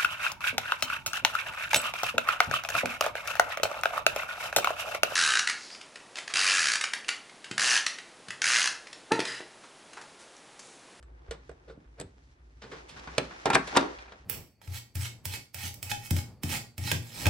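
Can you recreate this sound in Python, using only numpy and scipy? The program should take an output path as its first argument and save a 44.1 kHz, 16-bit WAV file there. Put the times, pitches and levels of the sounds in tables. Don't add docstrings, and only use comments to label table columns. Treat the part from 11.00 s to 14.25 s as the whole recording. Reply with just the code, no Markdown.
import sys
import numpy as np
from scipy import signal
from scipy.fft import rfft, irfft
from scipy.io import wavfile
from scipy.ndimage import uniform_filter1d

SR = 44100
rng = np.random.default_rng(int(sys.argv[2]) if len(sys.argv) > 2 else 0)


def store_pcm(level_fs):
    pcm = np.round(np.clip(level_fs, -1, 1) * 32767).astype(np.int16)
    wavfile.write(sys.argv[1], SR, np.atleast_2d(pcm).T)


N = 143325

STRIKE_DB = 5

# bass_db, low_db, mid_db, high_db, treble_db; left_minus_right_db, build_up_s, contact_fade_s
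# (before each band's share), ring_share (of the decay times), clear_modes_db
TAP_CONTACTS = [(0.027, -46, -28, -44, -12.5, -17.5, -17, 1, 0.00034, 0.012, 0.51, 2),
                (0.282, -61.5, -36, 7, 0, -19, -23, -5, 0.002, 0.015, 0.5, -10),
                (0.31, -24, -22, -9.5, -16, -17.5, -20.5, -1.5, 0.0012, 0.011, 0.91, 1),
                (0.494, -40, -10.5, 0, -9.5, -23.5, -22, -3, 0.0009, 0.0015, 0.63, 3),
                (0.515, -50.5, -30, -1, -11, -35, -20, -8, 0.00065, 0.002, 0.41, 18),
                (0.776, -49, 2.5, -6, -33, -53, -46, -2, 0.0018, 0.0017, 0.67, 12),
                (0.849, -69, -6, -15, 0, -23, -37, -6, 0.0004, 0.006, 0.4, 6),
                (1.0, -29.5, -12, -24, -21, -19.5, -10.5, -1.5, 0.00042, 0.0074, 0.43, 0),
                (1.012, -33, -33, -6, -14, -15, -8.5, 0, 0.0019, 0.0044, 0.49, 7),
                (1.996, -61.5, 9, -5, 9, 7.5, -24, -5, 0.00036, 0.0026, 0.31, 4),
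                (2.074, -34, -10, -46, -6, -17, -58, -0.5, 0.00019, 0.0027, 1, -2.5),
                (2.309, -48, -22, -4, 3, -12, -26, 3, 0.00051, 0.012, 0.85, -6)]
# pitch_hz, level_db, t60_s
TRAY_MODES = [(173, -6.5, 0.13), (274, 0.5, 0.024), (329, -5.5, 0.044), (466, 5.5, 0.081),
              (560.5, 3.5, 0.047), (1120, -7.5, 0.09), (1428, -2, 0.034), (2000, -27, 0.048),
              (2475, -9, 0.071), (2830, -25, .12), (2840, -20, 0.076), (3635, -7.5, 0.027),
              (7400, -8, 0.05), (7800, -8, 0.11), (8020, -10, 0.06), (7700, -9, 0.069)]


def taps():
    return contacts(TAP_CONTACTS, TRAY_MODES, undb(STRIKE_DB))


PANEL_CONTACTS = [(2.181, -7, -19.5, -11, -17, -14.5, -21.5, -2.7, 0.00062, 0.0014, 0.6, 3.2)]
# pitch_hz, level_db, t60_s
PANEL_MODES = [(287, -4.5, 0.13), (375, -12.5, 0.33), (482, -12, 0.16), (556, -1.5, 0.11),
               (606, 4.5, 0.081), (720, -23, 0.055), (1060, -8, 0.066), (1192, 2, 0.031),
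               (1350, -14, 0.057), (1940, -8, .06), (2320, -3, 0.051), (2460, 2.5, 0.04),
               (2790, -16, 0.036), (3530, -25.5, .06)]


def panel_knock():
    return contacts(PANEL_CONTACTS, PANEL_MODES, undb(STRIKE_DB))


HOLDER_CONTACTS = [(2.457, -17, -12, -4, -8.5, -15.5, -17.5, -1.5, 0.0014, 0.0028, 0.88, -9),
                   (2.468, -27, -36, -10, -1.5, -13, -20, -1.3, 0.00082, 0.022, 1, -2.4),
                   (2.502, -20, -9.5, -4, 2, -16.5, -14.5, 0.24, 0.00084, 0.0017, 1, -1.5),
                   (2.553, -4.5, -29.5, -15.5, -11, -37, -21, 1.6, 0.00042, 0.0037, 0.43, -10),
                   (2.555, -19.5, -32, -4, 2.5, -33, -15.5, -0.77, 0.00085, 0.0044, 0.15, 3.5),
                   (2.729, -41, -4, -27, -1, -20.5, -27.5, 0.0, 0.0033, 0.0017, 0.89, 6),
                   (2.771, -2, -23, -9.5, -9, -16, -19.5, 0.35, 0.0023, 0.0037, 0.58, 3.5),
                   (2.81, -34, -12.5, -9, -9.5, -5.5, -29, 0, 0.0007, 0.002, 0.4, -1),
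                   (2.987, -42.5, -37.5, -14, -12, -7, -46, 0.32, 0.00059, 0.014, 1, 4),
                   (3.081, -46, -10.5, -1.5, -1, -24, -41, 0.5, 0.00057, 0.0028, 0.86, 2),
                   (3.122, -32.5, -21.5, -13, -12, -21, -53.5, -0.0093, 0.0054, 0.0039, 1, -2.5)]
# pitch_hz, level_db, t60_s
HOUSING_MODES = [(276.5, 3, 0.17), (373, -5, 0.15), (484, -9, 0.098), (603, -6.5, 0.22), (788, -5.5, 0.19),
                 (853, 8, 0.025), (921, 2.5, 0.062), (1061, -9.5, 0.078), (1282, -8, 0.17),
                 (1379, -6.5, 0.18), (1600, -10, 0.099), (2414, 0, 0.046), (2670, 0, 0.04),
                 (3370, -8, 0.033), (3760, 1, 0.035)]


def holder_knocks():
    return contacts(HOLDER_CONTACTS, HOUSING_MODES, undb(STRIKE_DB))


SCUFF_CONTACTS = [(0.684, -41.5, -14.5, -5.5, -15.5, -22.5, -34, -0.5, 0.0053, 0.018, 0.54, 2),
                  (0.697, -43, -14, -1.5, -8.5, -18.5, -35, -1, 0.0012, 0.0091, 0.31, 10),
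                  (0.71, -54, -18, -22, -22, -15, -23, -2, 0.00091, 0.011, 0.46, -9),
                  (1.62, -42, -13, -28, -6.5, -9, -49, 0.5, 0.0021, 0.013, 0.51, -5.5),
                  (1.637, -32.5, -17.5, -13.5, -17, -26.5, -51, -2, 0.0011, 0.022, 0.38, 5.5),
                  (1.715, -29.5, -20.5, -11.5, -15.5, -22, -34, -0.5, 0.00043, 0.023, 0.37, 2),
                  (1.893, -40.5, -14, -15.5, -14.5, -9, -14, -4, 0.005, 0.019, 0.14, -8),
                  (1.961, -41.5, -11.5, -18.5, -7.5, -23, -39, 4, 0.00074, 0.032, 0.32, 3),
                  (2.533, -11.5, -18.5, -26, -13.5, -17.5, -28, -0.5, 0.0024, 0.01, 0.27, -1),
                  (2.674, -28, -42, -12.5, -11.5, -14, -18, 0, 0.0013, 0.01, 0.28, -8)]


def scuffs():
    return contacts(SCUFF_CONTACTS[:-2], TRAY_MODES) + contacts(SCUFF_CONTACTS[-2:], HOUSING_MODES)


SLIDE_CONTACTS = [(1, -40.5, -7.5, -1.5, -8.5, -17, -24, 0.013, 0.01, 0.0028, 0.82, -5),
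                  (2.549, -18.5, -8.5, -5.5, -7.5, -6.5, -9.5, 0.0055, 0.0028, 0.00095, 0.56, -4),
                  (2.75, -35.5, -21, -13, 7, -0.5, -38.5, 0.0012, .001, 0.019, 1, -2.5),
                  (2.767, -20, -8, -11.5, 1, -23, -13, 0.003, 0.0036, 0.00075, 0.41, -6)]


def slides():
    return contacts(SLIDE_CONTACTS[:1], TRAY_MODES) + contacts(SLIDE_CONTACTS[1:], HOUSING_MODES)


# low_edge_hz, high_edge_hz
BANDS_HZ = [(130, 330), (330, 800), (800, 2000), (2000, 5000), (5000, 11500)]
# level_db, t60_s (before ring_share),
# fade_share (of contact_fade_s), likeness_left_right (0 to 1)
SHEET_MODES = [(0, 0.54, 1.78, 1), (0, 0.27, 1.23, 0.8), (3, 0.12, 1.47, 0.49), (6, 0.042, 1.75, 0.8),
               (6, 0.017, 1.02, 0.77)]
CHATTER_DB, SCATTER_DB, PITCH_SCATTER = 2, 2, 0.006


def contacts(rows, modes, strike=0):
    out, lead = np.zeros((2, N)), SR // 25
    t = np.arange(SR // 4) / SR
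    from_contact = t - lead / SR
    mode_hz, mode_db, mode_t60 = np.array(modes).T[:, :, None]
    for start, level_db, *bands_db, pan_db, rise, fade, ring_share, clear_db in rows:
        grit = gritty(len(t), CHATTER_DB)
        pitch_chance, level_chance = rng.standard_normal((2, len(mode_hz), 1))
        swing = np.sin(2 * np.pi * mode_hz * (1 + PITCH_SCATTER * pitch_chance) * t)
        swing = swing * 1000. ** (-t / (ring_share * mode_t60))
        ring = np.sum(undb(clear_db + mode_db + SCATTER_DB * level_chance) * swing, axis=0)
        sound = 0
        for band_db, edges, (sheet_db, sheet_t60, fade_share, alike) in zip(bands_db, BANDS_HZ, SHEET_MODES):
            exponent = np.where(from_contact < 0, from_contact / rise, -from_contact / (fade_share * fade))
            force = grit * np.exp(exponent)
            force[lead] = strike * np.sqrt(np.sum(force ** 2))
            sheet_ring = linger(force ** 2, ring_share * sheet_t60)
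            sheet = undb(sheet_db) * pair(len(t), alike) * sheet_ring
            clear = signal.fftconvolve(force, ring)[:len(t)]
            part = band(clear + sheet, *edges)
            loudest = uniform_filter1d(np.mean(part ** 2, axis=0), SR // 100).max()
            sound = sound + part * undb(level_db + band_db) / np.sqrt(loudest)
        pan = undb(np.array([[pan_db], [-pan_db]]) / 2)
        add(out, sound * pan, int(start * SR) - lead)
    return out


# time_s, low_db, high_db, treble_db
RUB_LEVELS = [(0.0, -65, -75, -92), (0.29, -69.5, -66.5, -79), (0.42, -81, -68, -72.5),
              (0.57, -68, -68.5, -76), (0.74, -65.5, -71.5, -84), (0.95, -76, -72.5, -83),
              (1.15, -73, -75.5, -76), (1.32, -81, -76, -70.5), (1.39, -79, -70.5, -92),
              (1.47, -68, -77, -75.5), (1.58, -82.5, -72, -77.5), (1.67, -53.5, -69, -60.5),
              (1.79, -59.5, -55, -59), (1.85, -58, -64.5, -65.5), (1.99, -63.5, -54.5, -58),
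              (2.16, -61.5, -51, -58), (2.51, -61, -51, -58.5), (2.64, -66, -58, -55),
              (2.7, -75, -46.5, -51), (2.76, -32.5, -39, -48.5), (2.89, -43, -50, -55.5),
              (3.14, -93, -56.5, -70.5), (3.25, -73, -64, -73.5)]
# frequency_hz, density_db (per Hz)
RUB_SPECTRUM = [(88, -13), (150, -6), (337, 11), (679, -0.5), (756, -0.5), (2610, -18.5), (5970, -27),
                (9880, -47), (11000, -50), (14300, -78.5), (22000, -120)]
# frequency_hz, side_minus_mid_db
RUB_WIDTH = [(60, -37), (110, -30), (190, -27), (350, -3), (630, 2.5), (1140, 3.5), (2050, 6.5), (3680, -3),
             (6640, 2), (12000, 20)]
SPLIT_HZ, GRIT_DB = (1500, 5000), 3
FLICKER_DB = (2.2, 1.6, 2)


def rub():
    time, *curves_db = np.array(RUB_LEVELS).T
    t = np.arange(N) / SR
    mid = colour(gritty(N, GRIT_DB), RUB_SPECTRUM)
    side = colour(colour(gritty(N, GRIT_DB), RUB_SPECTRUM), RUB_WIDTH)
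    noise = mid + side * np.array([[1], [-1]])
    low, below_treble = (signal.sosfiltfilt(signal.butter(1, hz, fs=SR, output="sos"), noise)
                         for hz in SPLIT_HZ)
    parts = (low, below_treble - low, noise - below_treble)
    out = np.zeros((2, N))
    for part, curve_db, flicker_db in zip(parts, curves_db, FLICKER_DB):
        level_db = np.interp(t, time, curve_db) + flicker_db * walk(30)
        out += unit(part) * undb(level_db)
    return out


# start_s, level_db (of the swing before rise and decay), pitch_hz, t60_s
COUNTER_THUMPS = [(0.287, -30, 60, 0.17), (0.861, -46.5, 55, 0.81), (1.041, -40, 94, 0.16),
                  (2.184, -45, 146.3, 0.25), (2.462, -37, 45, 0.12), (2.559, -37, 44.4, .1),
                  (2.776, -35.5, 127, .15)]
THUMP_RISE_S = 0.0059


def thumps():
    out, t = np.zeros((2, N)), np.arange(SR // 2) / SR
    for start, level_db, hz, t60 in COUNTER_THUMPS:
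        decay = 1000. ** (-t / t60)
        rise = 1 - np.exp(-t / THUMP_RISE_S)
        swing = np.sin(2 * np.pi * hz * t) * decay * rise
        add(out, np.ones((2, 1)) * undb(level_db) * swing, int(start * SR))
    return out


# t60_s, level_db, likeness_left_right (0 to 1)
ROOM_BANDS = [(0.28, -10.5, 0.98), (0.26, -14.5, 0.17), (0.33, -8, 0.21), (0.31, -8, 0.1),
              (0.22, -10, 0.092)]


def room(x):
    t = np.arange(SR * 3 // 4) / SR
    tail = np.zeros((2, len(t)))
    for edges, (t60, level_db, alike) in zip(BANDS_HZ, ROOM_BANDS):
        noise = unit(band(pair(len(t), alike), *edges))
        tail += noise * 1000. ** (-t / t60) * undb(level_db) / np.sqrt(t60 * SR)
    return signal.fftconvolve(x.mean(axis=0)[None], tail, axes=1)[:, :N]


# frequency_hz, left_lead_rad
PORT_PHASE = [(0, 0), (600, .3), (1400, .9), (2400, .5), (4700, .9), (6500, 1.9), (9000, 1.7), (12000, 1.8)]


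def ports(x):
    hz, lead_rad = np.array(PORT_PHASE).T
    turn = np.interp(np.arange(N // 2 + 1) * SR / N, hz, lead_rad) / 2
    return irfft(rfft(x) * np.exp(1j * np.array([turn, -turn])), N)


# frequency_hz, density_db (per Hz)
AIR_SPECTRUM = [(15, -61.5), (25, -42.5), (41, -7), (64, 2), (87, -6.5), (160, -9.5), (197, -34),
                (247, -12.5), (480, -27), (1710, -62), (11000, -47), (14300, -88), (22000, -120)]
# frequency_hz, side_minus_mid_db
AIR_WIDTH = [(60, -22), (110, -21), (190, -20), (350, -12), (630, -33), (1140, -5), (2050, -34.5),
             (3680, -28), (6640, -1), (12000, 5)]
AIR_DB = -65.5
HUM_HZ, HUM_WIDTH_HZ, HUM_DB = 59.7, 9.3, -57.5


def kitchen():
    mid = colour(rng.standard_normal(N), AIR_SPECTRUM)
    side = colour(colour(rng.standard_normal(N), AIR_SPECTRUM), AIR_WIDTH)
    hum = unit(band(pair(N, 1.0), HUM_HZ - HUM_WIDTH_HZ / 2, HUM_HZ + HUM_WIDTH_HZ / 2))
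    gain = undb(AIR_DB) / np.std(band(mid, 100, 12000))
    air = gain * (mid + side * np.array([[1], [-1]]))
    return air + undb(HUM_DB) * hum


def undb(db):
    return 10 ** (np.asarray(db) / 20)


def unit(x):
    return x / np.sqrt(np.mean(x ** 2))


def band(x, lo_hz, hi_hz):
    return signal.sosfilt(signal.butter(2, [lo_hz, hi_hz], "bandpass", fs=SR, output="sos"), x)


def colour(x, table):
    hz, db = np.array(table).T
    f = np.maximum(np.arange(N // 2 + 1) * SR / N, 1)
    return irfft(rfft(x) * undb(np.interp(np.log(f), np.log(hz), db)), N)


def walk(rate):
    hold = int(SR / rate)
    steps = np.repeat(rng.standard_normal(N // hold + 1), hold)
    return unit(uniform_filter1d(steps, hold)[:N])


def gritty(count, grit_db):
    return rng.standard_normal(count) * undb(grit_db * rng.exponential(size=count))


def pair(count, alike):
    mid, side = rng.standard_normal((2, count))
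    alike = np.clip(alike, 0, 1)
    return np.sqrt(1 + alike) * mid + np.sqrt(1 - alike) * side * np.array([[1], [-1]])


def linger(power, t60):
    keep = 1000. ** (-2 / (t60 * SR))
    return np.sqrt(signal.lfilter([1], [1, -keep], power))


def add(out, x, start):
    a, b = max(start, 0), min(start + x.shape[-1], N)
    out[:, a:b] += x[:, a - start:b - start]


def scene():
    struck = taps() + panel_knock() + holder_knocks() + scuffs() + slides()
    return ports(struck) + rub() + room(struck) + thumps() + kitchen()


MIC_HZ, CEILING, TOP_HZ = 9000, 0.85, 12500


def record(dry):
    dull = signal.sosfilt(signal.butter(4, MIC_HZ, fs=SR, output="sos"), dry)
    rounded = CEILING * np.tanh(dull / CEILING)
    return signal.sosfilt(signal.ellip(8, .2, 70, TOP_HZ, fs=SR, output="sos"), rounded)


dry = scene()
out = record(dry)
store_pcm(out)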